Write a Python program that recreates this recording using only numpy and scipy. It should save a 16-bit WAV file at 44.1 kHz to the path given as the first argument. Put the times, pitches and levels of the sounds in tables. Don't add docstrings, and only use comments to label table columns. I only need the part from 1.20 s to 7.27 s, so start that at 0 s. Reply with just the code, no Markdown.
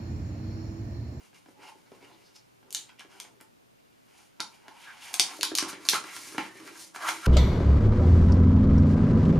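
import sys
import numpy as np
from scipy import signal
from scipy.fft import rfft, irfft
from scipy.io import wavfile

SR = 44100
rng = np.random.default_rng(int(sys.argv[2]) if len(sys.argv) > 2 else 0)


def undo_db(level):
    steps = np.asarray(level, float) / 20
    return 10 ** steps


def master(y):
    cut = np.clip(np.atleast_2d(y).T, -1, 1)
    pcm = np.round(cut * 32767)
    wavfile.write(sys.argv[1], SR, pcm.astype(np.int16))


N = 267564

# (shut until [s], open from [s])
LID_OPENS = (3.97, 4.304)
# (time [s], peak [dB], pitch [Hz], brightness [dB])
PICKS = [(0.145, -52, 5040, -18), (0.7182, -56, 2930, -37), (0.826, -54, 2500, -30),
         (0.846, -60, 2900, -20), (1.5065, -34, 7500, -8.5), (1.5268, -24, 7500, -4.5),
         (1.5479, -17, 3400, -17), (1.6932, -53, 3020, -32), (1.7943, -42, 3117, -39),
         (1.8065, -40.5, 2800, -34), (2.0008, -30.5, 6050, -11.5), (2.0496, -53, 2910, -29),
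         (2.2042, -56, 3830, -6.5), (2.2107, -44.5, 6470, 2), (3.202, -46, 3425, -38),
         (3.2035, -18, 4460, -31), (3.482, -43, 3950, -11.5)]
# (time [s], peak [dB], pitch [Hz], brightness [dB])
PEELS = [(3.9326, -34.5, 4230, 3), (3.941, -14, 3900, -6), (3.9968, -2, 4400, -10),
         (4.2106, -21.5, 4220, -34), (4.231, -9.5, 3600, -10), (4.352, -15.5, 5770, -8),
         (4.3764, -16, 5330, -7), (4.3853, -9.5, 6530, -24), (4.427, -25.5, 7300, -15),
         (4.483, -38, 3180, -20), (4.5297, -38, 4970, -27), (4.6526, -33.5, 4770, -19.5),
         (4.688, -5, 5300, -13.5), (4.697, -17.5, 4870, 12), (4.7314, -21.5, 5000, -13),
         (4.743, -21, 2840, -34), (4.84, -37, 4530, -14), (4.9645, -29, 2950, -8),
         (5.1808, -30.5, 2630, -32), (5.7484, -45, 4630, -3), (5.7607, -37, 3900, -18),
         (5.8894, -19.5, 2850, -15)]


def rms_one(x):
    return x / np.sqrt(np.mean(x ** 2) + 1e-20)


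def at_hz(points, hz):
    curve_hz, value = np.array(points).T[:2]
    return np.interp(np.log(hz), np.log(curve_hz), value)


def coloured(white, spectrum):
    hz = np.maximum(np.fft.rfftfreq(len(white), 1 / SR), 1)
    return rms_one(irfft(rfft(white) * undo_db(at_hz(spectrum, hz)), len(white)))


def ring(clicks, hz, t60):
    r = undo_db(-60 / (t60 * SR))
    w = 2 * np.pi * hz / SR
    return signal.lfilter([0, np.sin(w)], [1, -2 * r * np.cos(w), r * r], clicks + 1e-18)


def flicker(rate_hz, depth_db):
    step = 16
    r = np.exp(-2 * np.pi * step * rate_hz / SR)
    slow = rms_one(signal.lfilter([1], [1, -2 * r, r * r], rng.standard_normal(N // step + 1)))
    return np.repeat(undo_db(depth_db * slow), step)[:N]


def grit(per_s, spread_db):
    out = np.zeros(N)
    slips = rng.random(N) < per_s / SR
    size = rng.laplace(0, 1, slips.sum())
    out[slips] = np.sign(size) * undo_db(spread_db * np.minimum(np.abs(size), 4))
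    return rms_one(out)


def strokes(rows, loss_db=0):
    peak, level_db, rise, fall = np.transpose(rows)[:4, :, None]
    step = 32
    late = np.arange(0, N + step, step) / SR - peak
    away = np.maximum(late / np.clip(fall, .004, .7), -late / np.clip(rise, .004, .7))
    swell_db = level_db - loss_db - 20 * away ** 1.205
    total_db = 10 * np.log10(np.sum(undo_db(2 * swell_db), axis=0) + 1e-14)
    return np.interp(np.arange(N) / step, np.arange(len(total_db)), total_db) - 4.5


def room_tone():
    # (frequency [Hz], density [dB per Hz])
    air_mid = [(12, -27), (20, -15), (91, -9.5), (108, -6.5), (250, -2.5), (414, -9.5), (477, -11.5),
               (564, -11), (1890, -15.5), (2290, -14.5), (2790, -15.5), (12500, -24), (15000, -25),
               (15400, -25), (15700, -50)]
    # (frequency [Hz], density [dB per Hz])
    air_side = [(12, -54), (20, -8), (200, 7), (243, 7), (313, 7), (438, 4.5), (504, 4.5), (580, 4),
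                (5960, -18.5), (14600, -21.5), (15400, -25), (15700, -50)]
    mid = undo_db(-67.5) * coloured(rng.standard_normal(N), air_mid)
    hum = ring(rng.standard_normal(N), hz=120, t60=0.66)
    mid += undo_db(-78.5) * rms_one(hum)
    side = undo_db(-61.5) * coloured(rng.standard_normal(N), air_side)
    return np.array([mid + side, mid - side])


def room():
    # (frequency [Hz], t60 [s])
    room_t60 = [(150, 0.25), (530, 0.36), (1400, 0.22), (3700, 0.23), (9700, 0.26), (16000, 0.12)]
    # (delay [s], level [dB])
    echoes = [
        (.0030, -14.5),
        (.0094, -14),
        (.0118, -23),
        (.0160, -23.5),
        (.0200, -17.5),
        (.0290, -23),
    ]
    tail_db, tail_side_db = -30.5, -5.5
    size = int(.5 * SR)
    age = np.arange(size) / SR
    white = rng.standard_normal((2, 2, size))
    tail = 0
    edges = 80 * 2. ** np.arange(9)
    for k, (low, high) in enumerate(zip(edges, np.minimum(edges[1:], 20000))):
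        octave = signal.butter(2, [low, high], "band", fs=SR, output="sos")
        band = signal.sosfilt(octave, white[k % 2])
        tail = tail + band * undo_db(-60 * age / at_hz(room_t60, np.sqrt(low * high)))
    mid, side = tail * undo_db(tail_db) * (1 - np.exp(-age / 0.0027))
    for k, (lag, level_db) in enumerate(echoes):
        mid[int(lag * SR)] += undo_db(level_db)
        side[int(lag * SR) + 3] += undo_db(level_db) * (-1) ** k
    side = signal.lfilter(*signal.butter(1, 400, "high", fs=SR), side)
    side = undo_db(tail_side_db) * side
    return np.array([mid + side, mid - side])


def rub_db(place):
    # (peak time [s], level [dB], rise [s], 20 dB fall [s], place [1 face, 2 edge, 3 skin alone])
    slides = [(0.0, -52.5, 0.026, 0.041, 1.4), (0.052, -54, 0.18, 0.051, 1.82),
              (0.148, -51.5, 0.015, .09, 1.9), (0.31, -60.5, 0.12, 0.03, 2),
              (0.432, -42, 0.052, 0.094, 1.34), (0.49, -43.5, 0.11, 0.027, 1.57),
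              (0.606, -59.5, 0.27, 0.06, 1.84), (0.674, -54.5, 0.035, 0.026, 1.34),
              (0.76, -53.5, 0.11, 0.032, 1.8), (0.84, -50.5, 0.095, 0.19, 1.58),
              (1.0, -59.5, 0.17, 0.53, 1.75), (1.164, -50, 0.031, 0.014, 1.94),
              (1.49, -58, 0.062, 0.64, 0.76), (1.66, -66, 0.29, 0.066, 2), (1.93, -46.5, 0.065, 0.17, 1.46),
              (2.03, -50.5, .12, 0.091, 1.87), (2.9, -59, 0.079, 0.23, 1.65), (3.0, -53, 0.16, 0.12, 2),
              (3.35, -52.5, 0.083, 0.018, 2.04), (3.475, -53.5, 0.14, 0.15, 0.61),
              (3.63, -46.5, 0.11, 0.053, 2), (3.67, -53, 0.019, 0.06, 0.92),
              (3.825, -42, 0.03, 0.099, 2.17), (3.885, -42, 0.053, 0.051, 2.06)]
    # (peak time [s], level [dB], rise [s], 20 dB fall [s], place [1 face, 2 edge, 3 skin alone])
    drags = [(4.12, -37, 1, 0.081, 1.52), (4.172, -43.5, 0.19, 0.083, 3.66), (4.46, -43.5, 0.22, 0.14, 1.4),
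             (4.495, -32.5, 0.022, 0.025, 2.6), (4.66, -48, 0.14, 0.14, 1.7),
             (4.72, -33, 0.086, 0.035, 3.4), (4.742, -25, 0.027, 0.055, 2.03), (4.87, -41, 0.07, 0.2, 2),
             (4.95, -42.5, 0.074, 0.09, 2.9), (5.05, -42.5, 0.22, 0.21, 2.9),
             (5.06, -50.5, 0.044, 0.062, 1.4), (5.24, -42.5, 0.21, 0.089, 1.87),
             (5.37, -50.5, 0.15, 0.32, 2.06), (5.476, -45, 0.054, 0.046, 2.13),
             (5.56, -53.5, 0.1, 0.082, 1.1), (5.63, -41.5, 0.16, 0.073, 3.57),
             (5.757, -42, 0.023, 0.044, 0.5), (5.757, -40.5, 0.016, 0.033, 3.1),
             (5.82, -34.5, 0.044, 0.09, 1.3), (5.86, -31.5, .06, 0.046, 1.2),
             (5.888, -24, 0.029, 0.027, 1.23), (5.895, -33.5, 0.094, 0.05, 3),
             (5.95, -41.5, 0.067, 0.14, 2.3), (6.04, -41, 0.06, .05, 2.17),
             (6.062, -27, 0.013, 0.025, 2.03)]
    rubs = slides + drags
    stroke_place = np.array(rubs)[:, 4:]
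    return strokes(rubs, 6.5 * (stroke_place - place) ** 2)


def skin():
    # (frequency [Hz], density [dB per Hz])
    skin_hiss = [(2060, -9.5), (3500, -7), (3710, -4), (6820, -2), (7950, -5), (9680, -3.5), (14900, -17),
                 (15600, -26), (16000, -75)]
    return undo_db(rub_db(3)) * flicker(46, 1.77) * coloured(grit(7000, 3.6), skin_hiss)


def rasps(rows, cycles):
    fibres = grit(4000, 2.6)
    out = np.zeros(N)
    for row in rows:
        peak_s, hz = row[0], row[4]
        near = slice(max(int((peak_s - .4) * SR), 0), int((peak_s + .4) * SR))
        above = signal.butter(2, hz / 2, "high", fs=SR, output="sos")
        rung = ring(fibres[near] * undo_db(strokes([row])[near]), hz, cycles / hz)
        out[near] += signal.sosfilt(above, rung) * np.sqrt(hz)
    return out / np.sqrt(cycles * SR / (4 * np.log(1000)))


def pinched_face():
    # (peak time [s], level [dB], rise [s], 20 dB fall [s], pitch [Hz])
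    face_rasps = [(0.445, -50, 0.097, 0.1, 870), (0.495, -55, 0.041, .025, 880),
                  (0.73, -51, 0.011, -0.16, 990), (1.697, -53.5, 0.01, 0.04, 1540),
                  (1.82, -54.5, .02, 0.05, 1650), (3.23, -49.5, 0.017, 0.05, 940),
                  (3.466, -51, 0.026, 0.1, 910), (3.486, -37, 0.0061, -0.08, 880), (3.53, -54, .04, 0, 885),
                  (3.61, -60, .05, -0.1, 940), (3.672, -40, .012, 0.07, 1570),
                  (4.749, -25, 0.012, 0.02, 1370), (4.87, -45, .04, -0.16, 1200),
                  (4.95, -43, .06, -0.1, 1320), (5.26, -51.5, 0.037, 0.27, 1810),
                  (5.82, -37, 0.034, 0.13, 1500), (5.84, -41.5, 0.082, 0.03, 690),
                  (5.95, -45.5, 0.045, -0.2, 980), (5.888, -26, .035, -0.02, 1400),
                  (5.89, -31, 0.017, -0.1, 950), (6.062, -27, 0.043, .1, 1446)]
    return rasps(face_rasps, cycles=31)


def sticker_film():
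    # (peak time [s], level [dB], rise [s], 20 dB fall [s], pitch [Hz])
    rustles = [(0.85, -56, .04, 0, 2700), (0.95, -60, 0.089, -0.1, 3870), (1.07, -59.5, .06, .06, 4900),
               (1.165, -48, 0.023, -0.14, 5370), (1.565, -40, .015, .07, 4000),
               (1.59, -48, 0.05, 0.05, 7000), (0.163, -54, .02, .012, 2200), (3.62, -55.5, .06, 0.2, 3150),
               (3.71, -50, 0.086, .04, 2310), (3.83, -48, .03, .08, 3000), (3.89, -46, .06, .03, 2250),
               (5.19, -35, .008, .06, 2500), (4.245, -31, .02, .07, 3800), (4.22, -38, .01, .03, 4200),
               (4.4, -39, 0.025, 0.12, 2960), (4.705, -38, .01, -0.08, 5300)]
    return rasps(rustles, cycles=8)


def blows():
    # (time [s], hollow level [dB], panel level [dB])
    taps = [(0.1302, -58, -51), (0.1468, -60, -60), (0.2595, -53.5, -47), (0.2851, -49, -50.5),
            (0.556, -54, -60), (0.7179, -43, -47), (0.827, -52, -57), (1.428, -59, -53),
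            (1.5476, -58, -41.5), (1.6934, -77, -43.5), (1.7948, -55, -49), (1.807, -76, -39),
            (1.8472, -50.5, -50), (2.0007, -62, -40.5), (2.0485, -55, -44), (2.203, -65, -47.5),
            (2.2106, -56, -44), (3.1982, -44, -32), (3.2032, -44, -26), (3.4814, -49.5, -39.5),
            (3.5024, -72, -60)]
    # (time [s], hollow level [dB], panel level [dB])
    knocks = [(3.9329, -57, -53), (3.94, -56, -31.5), (3.9966, -33, -21), (4.1905, -39.5, -68),
              (4.2118, -48, -48), (4.232, -45, -29), (4.317, -31.5, -41), (4.3525, -41, -50),
              (4.3857, -57, -33), (4.4245, -33, -31), (4.4829, -55, -42), (4.5299, -38.5, -43),
              (4.6523, -43, -44.5), (4.733, -33.5, -24.5), (4.8406, -46, -38), (4.9653, -52, -40),
              (5.147, -40.5, -42), (5.1813, -30, -22), (5.354, -43, -67), (5.4, -52, -45),
              (5.4768, -73, -44.5), (5.747, -62, -39), (5.7601, -55, -32.5), (5.8872, -47, -27)]
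    jolts = [(s, db - 60, db - 31) for s, db, _, _ in PICKS + PEELS]
    return np.transpose(jolts + taps + knocks)


def body(modes, rub_level_db, knock_db, per_s, rough_db, ring_share):
    at = (blows()[0] * SR).astype(int)
    strength = rng.normal(0, 1, (len(at), len(modes)))
    rubbed, struck = np.zeros(N), np.zeros(N)
    ragged = rng.standard_normal(N)
    for k, (hz, shut_db, open_db, t60) in enumerate(modes):
        level_db = np.interp(np.arange(N) / SR, LID_OPENS, [shut_db, open_db])
        friction = grit(per_s, 0.78) * undo_db(rub_level_db + level_db) * flicker(21.0, rough_db)
        rubbed += ring(friction, hz, t60)
        clicks = np.zeros(N)
        np.add.at(clicks, at, undo_db(knock_db + level_db[at] + 0.89 * strength[:, k]))
        yielding = signal.lfilter([1], [1, -np.exp(-1 / (0.0045 * SR))], clicks + 1e-18)
        crush = 0.078 * ragged * yielding
        struck += ring(0.37 * clicks + crush, hz, ring_share * t60)
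    weight = np.sqrt(sum(undo_db(2 * db) * t60 * SR / 28 for hz, _, db, t60 in modes))
    span = [1.14 * modes[0][0], 1.36 * modes[-1][0]]
    reach = signal.butter(3, span, "band", fs=SR, output="sos")
    return signal.sosfilt(reach, rubbed / weight + struck)


def hollow():
    # (frequency [Hz], shut level [dB], open level [dB], t60 [s])
    hollow_modes = [(125, -26, -15, 0.2), (194, -3, -9, 0.0093), (294, -15, -12, 0.03), (332, -7, 4, 0.06),
                    (384, -2, 1, 0.015), (445, 2.5, 0, 0.022), (397, -3.5, -6, 0.052),
                    (560, -6, -18, 0.0038), (615, 2.5, 0.5, 0.0068)]
    # (peak time [s], level [dB], rise [s], 20 dB fall [s])
    palm = [(0.052, -57, .2, -0.3), (0.31, -61, .05, .15), (0.402, -47.5, .051, 0.15), (0.486, -60, .1, .1),
            (0.556, -55, .015, 0), (0.63, -58, .1, .3), (0.75, -56, .03, 0.5), (0.832, -50, .08, 0.25),
            (0.94, -51.5, 0.11, 0), (1.1, -63.5, .15, .3), (1.46, -55.5, .1, 0.5), (1.58, -53, .08, 0),
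            (1.79, -61.5, .079, .1), (1.95, -54.5, .089, 0.4), (2.1, -57, 0.14, 0.2), (2.43, -68, .2, .5),
            (3.0, -67, .3, 0.5), (3.3, -62, .1, 1), (3.5, -60, 0.11, -0.2), (3.62, -65, .08, 3),
            (3.89, -61, 0.18, .2), (4.1, -47.5, 0.23, 0.6), (4.2, -44, .03, 0.6), (4.35, -45, 0.062, 0),
            (4.43, -42.5, .04, .06), (4.47, -44, .04, -0.1), (4.535, -45.5, 0.022, 0.2),
            (4.62, -53, .04, 1), (4.665, -51, .03, 0.7), (4.76, -54.5, .05, .12), (4.85, -53, .05, -0.7),
            (4.95, -51.5, 0.073, .05), (4.98, -52.5, .02, .12), (5.06, -52, .05, 2),
            (5.12, -50, 0.044, 0.5), (5.24, -45.5, .053, 0.05), (5.31, -51, .03, -0.1),
            (5.37, -52, 0.035, 0.2), (5.46, -42, 0.092, 0.12), (5.56, -56, .05, -0.3), (5.63, -64, .04, 1),
            (5.83, -52, 0.075, 0.3), (5.91, -48, .05, 0.1), (5.99, -55, .09, -0.2)]
    return body(hollow_modes, strokes(palm, loss_db=5.0), blows()[1] - 3,
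                per_s=340, rough_db=3.0, ring_share=0.47)


def panels():
    # (frequency [Hz], shut level [dB], open level [dB], t60 [s])
    panel_modes = [(757, -3, 1, 0.016), (807, 0, -5, 0.011), (923, -6, -2.5, 0.024),
                   (1147, -12.5, 3.5, 0.016), (1393, -15, -0.5, 0.017), (1570, -19, 1.5, 0.014),
                   (1480, -6, -31, 0.016), (1710, -8, -0.5, 0.0067), (2160, -5.5, -66, 0.0084)]
    return body(panel_modes, rub_db(1), blows()[2] - 1, per_s=2000, rough_db=4.5, ring_share=0.59)


def flap_edges():
    # (frequency [Hz], shut level [dB], open level [dB], t60 [s])
    edge_modes = [(1946, 6.5, 15, 0.0043), (2360, 2, 0.5, 0.0057), (2470, -28, -10, 0.013),
                  (2840, -7.5, -8, 0.028), (3125, -4, -2, 0.0083), (3930, -18, -9, 0.027),
                  (5080, 1, 4, 0.002)]
    # (peak time [s], level [dB], rise [s], 20 dB fall [s])
    nail = [
        (1.702, -43, 0.033, -0.13),
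        (1.8, -33.5, 0.019, 0.01),
        (2.58, -65, 0.063, .4),
        (2.73, -66.5, .1, .4),
        (3.448, -64, 0.055, -4),
        (3.654, -48, .08, 0.09),
        (4.512, -40, 0.027, 0.1),
        (5.474, -51.5, 0.05, 0.3),
    ]
    edge_db = 10 * np.log10(undo_db(2 * rub_db(2)) + undo_db(2 * strokes(nail)))
    time_s, _, panel_db = blows()
    knock_db = panel_db + np.interp(time_s, LID_OPENS, [-6, -8])
    return body(edge_modes, edge_db, knock_db, per_s=3000, rough_db=2.5, ring_share=0.83)


def snaps():
    size = 600
    out = np.zeros(N + size)
    age = np.arange(size) / SR
    chance = rng.standard_normal((len(PICKS + PEELS), size))
    film = signal.butter(3, [2600, 12500], "band", fs=SR, output="sos")
    dull = signal.butter(1, 8000, fs=SR)
    for (s, peak_db, hz, bright_db), noise in zip(PICKS + PEELS, chance):
        lines = rfft((age == 0) + undo_db(-15.0) * noise * np.exp(-age / 0.033))
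        burst = irfft(lines / np.abs(lines)) * np.exp(-age / 0.0016)
        crack = signal.sosfilt(film, burst)
        crack = crack + 0.99 * signal.lfilter(*signal.iirpeak(hz, 2.2, fs=SR), crack)
        for _ in range(2):
            low = signal.lfilter(*dull, crack)
            crack = low + undo_db(1.35 * bright_db + 9.5) * (crack - low)
        i = int(s * SR)
        out[i:i + size] += crack * undo_db(peak_db + 5.5) / np.abs(crack).max()
    return out[:N]


def scene():
    tone, answer = room_tone(), room()
    near = skin() + pinched_face() + sticker_film()
    near = near + hollow() + panels() + flap_edges() + snaps()
    no_bass = signal.butter(2, 110, "high", fs=SR, output="sos")
    near = signal.sosfilt(no_bass, near)
    direct = near * undo_db([[-.15], [.15]])
    return direct + signal.fftconvolve(near[None], answer, axes=1)[:, :N] + tone


def roll_off(x):
    return signal.sosfilt(signal.butter(12, 16510, fs=SR, output="sos"), x)


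def record(dry):
    notched = signal.lfilter(*signal.iirnotch(7880, 40., fs=SR), dry)
    rounded = notched / (1 + (notched / .9) ** 6) ** (1 / 6)
    cut = signal.sosfilt(signal.cheby2(12, 80, 16700, fs=SR, output="sos"), rounded)
    return roll_off(cut)


dry = scene()
out = record(dry)
master(out)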